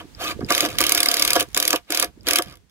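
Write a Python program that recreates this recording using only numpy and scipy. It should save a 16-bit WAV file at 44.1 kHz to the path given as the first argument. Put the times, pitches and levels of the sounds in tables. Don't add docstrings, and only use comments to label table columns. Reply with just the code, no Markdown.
import sys
import numpy as np
from scipy import signal
from scipy.fft import rfft, irfft, next_fast_len
from scipy.io import wavfile
from scipy.ndimage import uniform_filter1d, map_coordinates

SR = 44100
rng = np.random.default_rng(int(sys.argv[2]) if len(sys.argv) > 2 else 0)


def natural_amplitude(level_db):
    exponent = np.asarray(level_db, float) / 20
    return 10 ** exponent


def file_out(sig):
    cols = np.atleast_2d(sig).T
    lim = np.clip(cols, -1, 1)
    pcm = np.round(lim * 32767).astype(np.int16)
    wavfile.write(sys.argv[1], SR, pcm)


N = 119070

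# (start [s], full load [s], release [s], silent [s], gear level [dB])
PULLS = [
    (-.1, -0.048, 0.0049, 0.065, -37.5),
    (0.157, 0.209, 0.3195, 0.367, -29),
    (0.469, 0.499, 0.664, 0.715, -25),
    (0.682, 0.69, 0.7556, 0.782, -36),
    (0.743, 0.793, 1.42, 1.47, -27),
    (1.531, 1.565, 1.766, 1.814, -29.5),
    (1.868, 1.922, 2.04, 2.1033, -27.5),
    (2.238, 2.277, 2.384, 2.433, -26),
    (2.415, 2.423, 2.53, 2.604, -45),
]
# (frequency [Hz], level [dB per Hz])
GEAR_COLOUR = [(180, -33), (300, -8), (1200, -13.5), (2500, 5), (5000, -0.5), (8500, -11), (11500, -5.5),
               (15000, -9), (16500, -36)]
# (time [s], peak [dB], brightest frequency [Hz])
KNOCKS = [(0, -30.5, 1610), (.405, -27.5, 3050), (.502, -10, 1510), (0.622, -15.5, 299),
          (0.646, -16.5, 896), (.672, -24.5, 300), (.802, -12, 1200), (1.352, -7, 1430),
          (1.405, -20, 500.1), (1.562, -13.5, 1356), (1.728, -7, 1306), (1.897, -23, 608),
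          (2.022, -16.5, 919), (2.266, -18.5, 1020), (2.384, -11, 1492)]
# (frequency [Hz], width [Hz], level [dB])
BEAM_MODES = [(314.1, 31.14, -1), (415.1, 43, -10), (511.7, 48, -4.5), (708.5, 47.7, -1.5),
              (952.8, 42.4, -3), (1168.7, 67, -2), (1682.2, 146.5, -4.5)]
# (time [s], strength [dB])
WIND_LEVEL = [(0.0, -46), (0.08, -53), (0.46, -34.5), (0.56, -49), (0.76, -39.5), (1.12, -55),
              (1.32, -41.5), (1.35, -51.5), (1.43, -41), (1.47, -52), (1.77, -49.5), (1.84, -63.5),
              (2.1, -45.5), (2.12, -56), (2.32, -43), (2.42, -56.5), (2.47, -45), (2.7, -67.5)]
# (frequency [Hz], level [dB per Hz])
RUMBLE_COLOUR = [(15, -42.5), (25, -15), (55, 5.5), (263, -7), (472, -11.5), (786, -31.5), (900, -20),
                 (1170, -51), (1980, -120)]
# (frequency [Hz], level [dB per Hz])
AIR_COLOUR = [(290, -43), (500, -17), (631, -15), (3540, -18.5), (7420, -23), (16000, -31.5)]
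# (time [s], level [dB])
AIR_LEVEL = [(0, -56), (.5, -51.5), (1.5, -54.5), (1.85, -61.5), (2.55, -64.5), (2.7, -68.5)]
# (centre time [s], peak [dB], frequency [Hz])
HAND_BUMPS = [(.055, -29, 300), (0.366, -27, 170), (.394, -17, 441), (.413, -17, 307), (.43, -15.5, 337),
              (0.438, -15, 222.7), (0.437, -19.5, 110), (.452, -23.5, 380), (.462, -22.5, 140),
              (.045, -35, 261), (1.487, -37, 342), (2.177, -34, 301.4), (2.484, -30.5, 126.8)]
# (time [s], peak [dB])
TRIGGER_CLICKS = [
    (0.149, -32.5),
    (0.4467, -26),
    (1.8482, -54.5),
    (2.209, -41),
]
# (time [s], frequency [Hz], level [dB])
FREE_SPIN = [
    (.2, 620, -50),
    (.215, 720, -30),
    (.235, 1000, -38),
    (.255, 1200, -30),
    (.29, 1280, -38),
    (.312, 1150, -33),
    (.335, 1000, -55),
]
# (centre time [s], length [s], frequency [Hz], level [dB])
MESH_TONES = [
    (.233, .014, 3130, -30),
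    (.28, .036, 2550, -29),
]
# (time [s], peak [dB], body [dB])
LOOSE_TAPS = [
    (.407, -36.5, -6),
    (.465, -38, -17),
    (.805, -7, -15),
    (1.5654, -10.5, -16.5),
    (2.2775, -10.5, -14),
    (2.696, -52, -10.5),
]
# (time [s], peak [dB], body [dB])
SHORT_BURST_BLOWS = [(0.5037, -7, -9.5), (0.5222, -7.5, -15), (0.5494, -6.5, -16), (0.5776, -5, -17),
                     (0.6055, -4, -14), (0.6503, -13, -4), (0.6604, -16, -15), (1.5457, -12, -14.5),
                     (1.5743, -4, -16.5), (1.5997, -5, -24), (1.6258, -7, -17), (1.6515, -9.5, -14.5),
                     (1.6775, -2.5, -18.5), (1.705, -5.5, -17), (1.729, -7, -11.5), (1.7584, -14.5, -18),
                     (1.904, -13.5, -19.5), (1.9217, -8.5, -16.5), (1.947, -8, -16), (1.9725, -6.5, -15.5),
                     (1.9976, -6, -20), (2.0254, -6, -22.5), (2.0434, -13, -19), (2.2686, -13, -7.5),
                     (2.2853, -6, -14), (2.3086, -6.5, -15.5), (2.333, -6, -17.5), (2.357, -3, -17),
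                     (2.385, -6, -13.5), (2.4214, -16, -17)]
# (time [s], peak [dB],
# body [dB])
COAST_TICKS = [(.6875, -23.5, -8), (.702, -26, -13.5), (.7162, -29.5, -10.5), (.7285, -29, -13),
               (.741, -36, -12.5), (.7541, -30.5, -13), (.770, -31.5, -7.5), (1.4867, -39.5, -15.5),
               (1.5037, -44, -17), (1.516, -45, -16.5), (1.5306, -38.5, -15.5), (2.232, -45.5, -15.5),
               (2.433, -33.5, -12.5), (2.446, -36.5, -10.5), (2.459, -36.5, -9), (2.472, -37.5, -13.5),
               (2.4835, -37.5, -11), (2.498, -39, -12.5), (2.5105, -39, -13), (2.5245, -37.5, -12),
               (2.54, -41.5, -12), (2.555, -39.5, -13), (2.571, -43.5, -15.5)]
# (time [s], peak [dB], body [dB])
LONG_BURST_BLOWS = [(0.7849, -5, -18), (0.813, -4, -16.5), (0.8385, -5.5, -14), (0.8659, -6.5, -18),
                    (0.8929, -5, -19.5), (0.9205, -2, -22.5), (0.9476, -3.5, -18), (0.9753, -5.5, -15),
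                    (1.0032, -3.5, -16.5), (1.0301, -3, -19.5), (1.058, -7, -17), (1.0856, -3, -20.5),
                    (1.1139, -6.5, -19.5), (1.1405, -6, -18.5), (1.1685, -6.5, -16.5),
                    (1.1956, -6.5, -16.5), (1.2223, -3, -18.5), (1.2494, -4, -22), (1.2765, -7, -18),
                    (1.304, -6.5, -16.5), (1.3317, -4.5, -17.5), (1.3543, -9.5, -15.5), (1.3614, -7, -12.5),
                    (1.3977, -9.5, -12.5), (1.4064, -8, -17), (1.4252, -18, -16.5)]
# (frequency [Hz], level [dB], time to fall 60 dB [s])
STEEL_MODES = [(1866.5, -8.5, 0.0233), (2199, -10.5, 0.0328), (3283, -5, 0.02846), (3580, -8, 0.0249),
               (4252, -5.5, .02), (4935.3, 0.5, 0.02103), (5316, -4, 0.0227), (5708, -7.5, 0.02),
               (6264, -10, 0.032), (7132, -6, 0.02526), (9165, -15.5, 0.017), (10660, -14.5, 0.0083),
               (12248, -3.5, 0.018)]
# (frequency [Hz], level [dB])
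CRACK_COLOUR = [(500, -51), (1500, -2.5), (3000, 4), (6000, 2.5), (8500, -2.5), (11000, 8.5), (16000, -6.5)]
# (delay [s], level [dB])
GROUND_ECHOES = [
    (.0011, 3),
    (.0026, -13),
    (.0047, -7),
    (.008, -11.5),
    (.014, -10),
]
# (frequency [Hz], share [0-1])
LEFT_OWN_SHARE = [(200, .2), (800, 0.2), (2000, 0.32), (5000, .55), (12000, .6)]


def unit(x):
    return x / np.sqrt(np.mean(x ** 2) + 1e-20)


def along(points, hz):
    f, db = np.transpose(points)
    return natural_amplitude(np.interp(np.log(hz + 1), np.log(f + 1), db))


def curve(rows):
    s, db = np.transpose(rows)
    return natural_amplitude(np.interp(np.arange(N) / SR, s, db, left=-120, right=-120))


def wobble(rate):
    points = rng.standard_normal(int(N * rate / SR) + 4)
    return map_coordinates(points, [np.arange(N) * rate / SR])


def filtered(x, response):
    n = x.shape[-1]
    m = next_fast_len(n + 8192)
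    hz = np.fft.rfftfreq(m, 1 / SR)
    return irfft(rfft(x, m) * response(hz), m)[..., :n]


def rush(spectrum, patchy_db):
    z = signal.stft(rng.standard_normal(N), nperseg=256)[2]
    patches = uniform_filter1d(rng.standard_normal(z.shape), size=3, axis=0)
    patches = uniform_filter1d(patches, size=7, axis=1)
    noise = signal.istft(z * natural_amplitude(patchy_db * unit(patches)), nperseg=256)[1][:N]
    return unit(filtered(noise, lambda hz: along(spectrum, hz)))


def place(rows, sound):
    out = np.zeros(N + SR)
    for s, db, *traits in rows:
        x = sound(*traits)
        out[round(s * SR):][:len(x)] += natural_amplitude(db) * x / np.abs(x).max()
    return out[:N]


def fade(t, rise, t60):
    return (1 - np.exp(-t / rise)) * natural_amplitude(-60 * t / t60)


def gear_load():
    swing_db = 33
    return sum(curve([(start, db - swing_db), (full, db), (release, db), (silent, db - swing_db)])
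               for start, full, release, silent, db in PULLS)


def gears(load):
    dull_hz = 2520
    grain = natural_amplitude(3.5 * (wobble(900) + 0.36 * wobble(90)))
    mesh = unit(grain * rush(GEAR_COLOUR, 4))
    dull = filtered(mesh, lambda hz: 1 / (1 + (hz / dull_hz) ** 2))
    return load * (dull + np.sqrt(load / load.max()) * (mesh - dull))


def beam(x):
    def response(f):
        return sum((-1) ** k * natural_amplitude(db) * 1j * f * width / (hz * hz - f * f + 1j * f * width)
                   for k, (hz, width, db) in enumerate(BEAM_MODES))
    return filtered(x, response)


def timber(load, hits):
    knock_db, whirr_db, blow_db = -1.5, -4.5, -17.5
    t = np.arange(SR // 10) / SR

    def knock(top_hz):
        push = fade(t, 0.0091, 0.0602) * rng.standard_normal(len(t))
        push = filtered(push, lambda f: 1j * f / (.3 * top_hz + 1j * f) / (1 + 1j * f / top_hz) ** 2)
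        return beam(push)

    knocks = natural_amplitude(knock_db) * place(KNOCKS, knock)
    shake = uniform_filter1d(np.abs(hits), size=90) * rng.standard_normal(N)
    whirr = load * natural_amplitude(0.96 * wobble(40.35)) * rng.standard_normal(N)
    return knocks + 8 * beam(natural_amplitude(blow_db) * shake + natural_amplitude(whirr_db) * whirr)


def outdoors():
    alike, lump_db, port_db = 0.22, 2, -8
    shared, left, right = (natural_amplitude(lump_db * wobble(24.58)) * rush(RUMBLE_COLOUR, 2.1) for _ in range(3))
    rumble = unit(np.sqrt(alike) * shared + np.sqrt(1 - alike) * np.array([left, right]))
    wind = curve(WIND_LEVEL) * rumble * natural_amplitude([[port_db / 2], [-port_db / 2]])
    hiss = np.array([rush(AIR_COLOUR, 0.996), rush(AIR_COLOUR, 0.9)])
    return wind + curve(AIR_LEVEL) * hiss


def handling():
    cycles, bump_db = .9, -7
    t = np.arange(N) / SR
    return sum(natural_amplitude(db + bump_db) * np.exp(-((t - s) * hz / cycles) ** 2) * np.cos(2 * np.pi * hz * (t - s))
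               for s, db, hz in HAND_BUMPS)


def trigger():
    ping_hz, hiss = 4974, 0.28
    t = np.arange(SR // 40) / SR

    def click():
        ping = 4.5 * np.sin(2 * np.pi * ping_hz * t)
        return fade(t, 0.0013, 0.0048) * (ping + hiss * rng.standard_normal(len(t)))

    return place(TRIGGER_CLICKS, click)


def whine():
    s, hz, db = np.transpose(FREE_SPIN)
    t = np.arange(N) / SR
    pitch = np.interp(t, s, hz) * (1 + 0.016 * wobble(60))
    turn = 2 * np.pi * np.cumsum(pitch) / SR
    tones = sum(natural_amplitude(level) * np.exp(-(2 * (t - centre) / length) ** 2) * np.sin(2 * np.pi * f * t)
                for centre, length, f, level in MESH_TONES)
    return curve(np.transpose([s, db])) * np.sin(turn) + tones


def contact(clash):
    ring_db, scatter_db, settle_db = -11.5, 6, -21
    rise, ring_life = .0007, .4
    t = np.arange(SR // 25) / SR
    crack, rattle = (clash[i:i + len(t)] for i in rng.integers(0, N - len(t), size=2))
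    draws = rng.standard_normal((len(STEEL_MODES), 3))
    ring = 0
    for (hz, db, t60), (strength, detune, phase) in zip(STEEL_MODES, draws):
        tone = np.sin(2 * np.pi * hz * (1 + 0.02454 * detune) * t + 9 * phase)
        ring = ring + natural_amplitude(db + scatter_db * strength) * fade(t, rise, ring_life * t60) * tone
    crack = crack * fade(t, rise, .0055)
    return natural_amplitude(ring_db) * ring + crack + natural_amplitude(settle_db) * rattle * fade(t, rise, .03)


def weighted(x, body_db):
    corner_hz, usual_db = 3600, -17
    more = body_db - usual_db
    body, sheen = natural_amplitude(1.3 * more), natural_amplitude(-0.5 * more)
    return filtered(x, lambda f: (body + sheen * 1j * f / corner_hz) / (1 + 1j * f / corner_hz))


def blow(clash):
    late = round(.0013 * rng.uniform(.5, 1.8) * SR)
    first = np.pad(contact(clash), (0, late))
    return first + natural_amplitude(4 * rng.normal()) * np.pad(contact(clash), (late, 0))


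def steel():
    clash = rush(CRACK_COLOUR, 2.1)
    blows = place(list(LONG_BURST_BLOWS) + list(SHORT_BURST_BLOWS),
                  lambda body_db: weighted(blow(clash), body_db))
    ticks = place(list(COAST_TICKS) + list(LOOSE_TAPS),
                  lambda body_db: weighted(contact(clash), body_db))
    return natural_amplitude(3) * (blows + ticks)


def ports(x, other):
    lag_s, left_db, echo_db, yard_db, yard_t60 = 0.00012216, -2, -11.5, -23, .11
    delay, db = np.transpose(GROUND_ECHOES)
    f, share = np.transpose(LEFT_OWN_SHARE)

    def own(hz):
        return np.clip(np.interp(np.log(hz + 1), np.log(f), share), 0, 1)

    left = filtered(x, lambda hz: np.sqrt(1 - own(hz))) + filtered(other, lambda hz: np.sqrt(own(hz)))
    t = np.arange(SR // 4) / SR
    out = []
    for y, lag, gain_db in ((left, lag_s, left_db / 2), (x, 0, -left_db / 2)):
        at = delay * rng.uniform(0.7995, 1.2, len(delay))
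        sign = rng.choice([-1, 1], len(delay))

        def path(hz):
            echoes = np.exp(-2j * np.pi * np.outer(hz, at)) @ (sign * natural_amplitude(db + echo_db))
            return np.exp(-2j * np.pi * hz * lag) + echoes

        tail = rng.standard_normal(len(t)) * fade(t, 0.014, yard_t60)
        yard = signal.fftconvolve(y, tail / np.linalg.norm(tail))[:N]
        out.append(natural_amplitude(gain_db) * filtered(y, path) + natural_amplitude(yard_db) * yard)
    return np.array(out)


def scene():
    load = gear_load()
    near_hits = steel() + trigger()
    far_hits = steel() + trigger()
    near = near_hits + gears(load) + timber(load, near_hits)
    far = far_hits + gears(load) + timber(load, far_hits)
    return ports(near + whine() + handling(), far) + outdoors()


def roll_off(x):
    return signal.sosfilt(signal.butter(12, 16520, fs=SR, output="sos"), x)


def record(dry):
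    top_hz = 15900
    clipped = np.clip(dry, -1, 1)
    mix = filtered(clipped, lambda hz: 1 / (1 + (hz / top_hz) ** 160))
    return roll_off(mix)


dry = scene()
out = record(dry)
file_out(out)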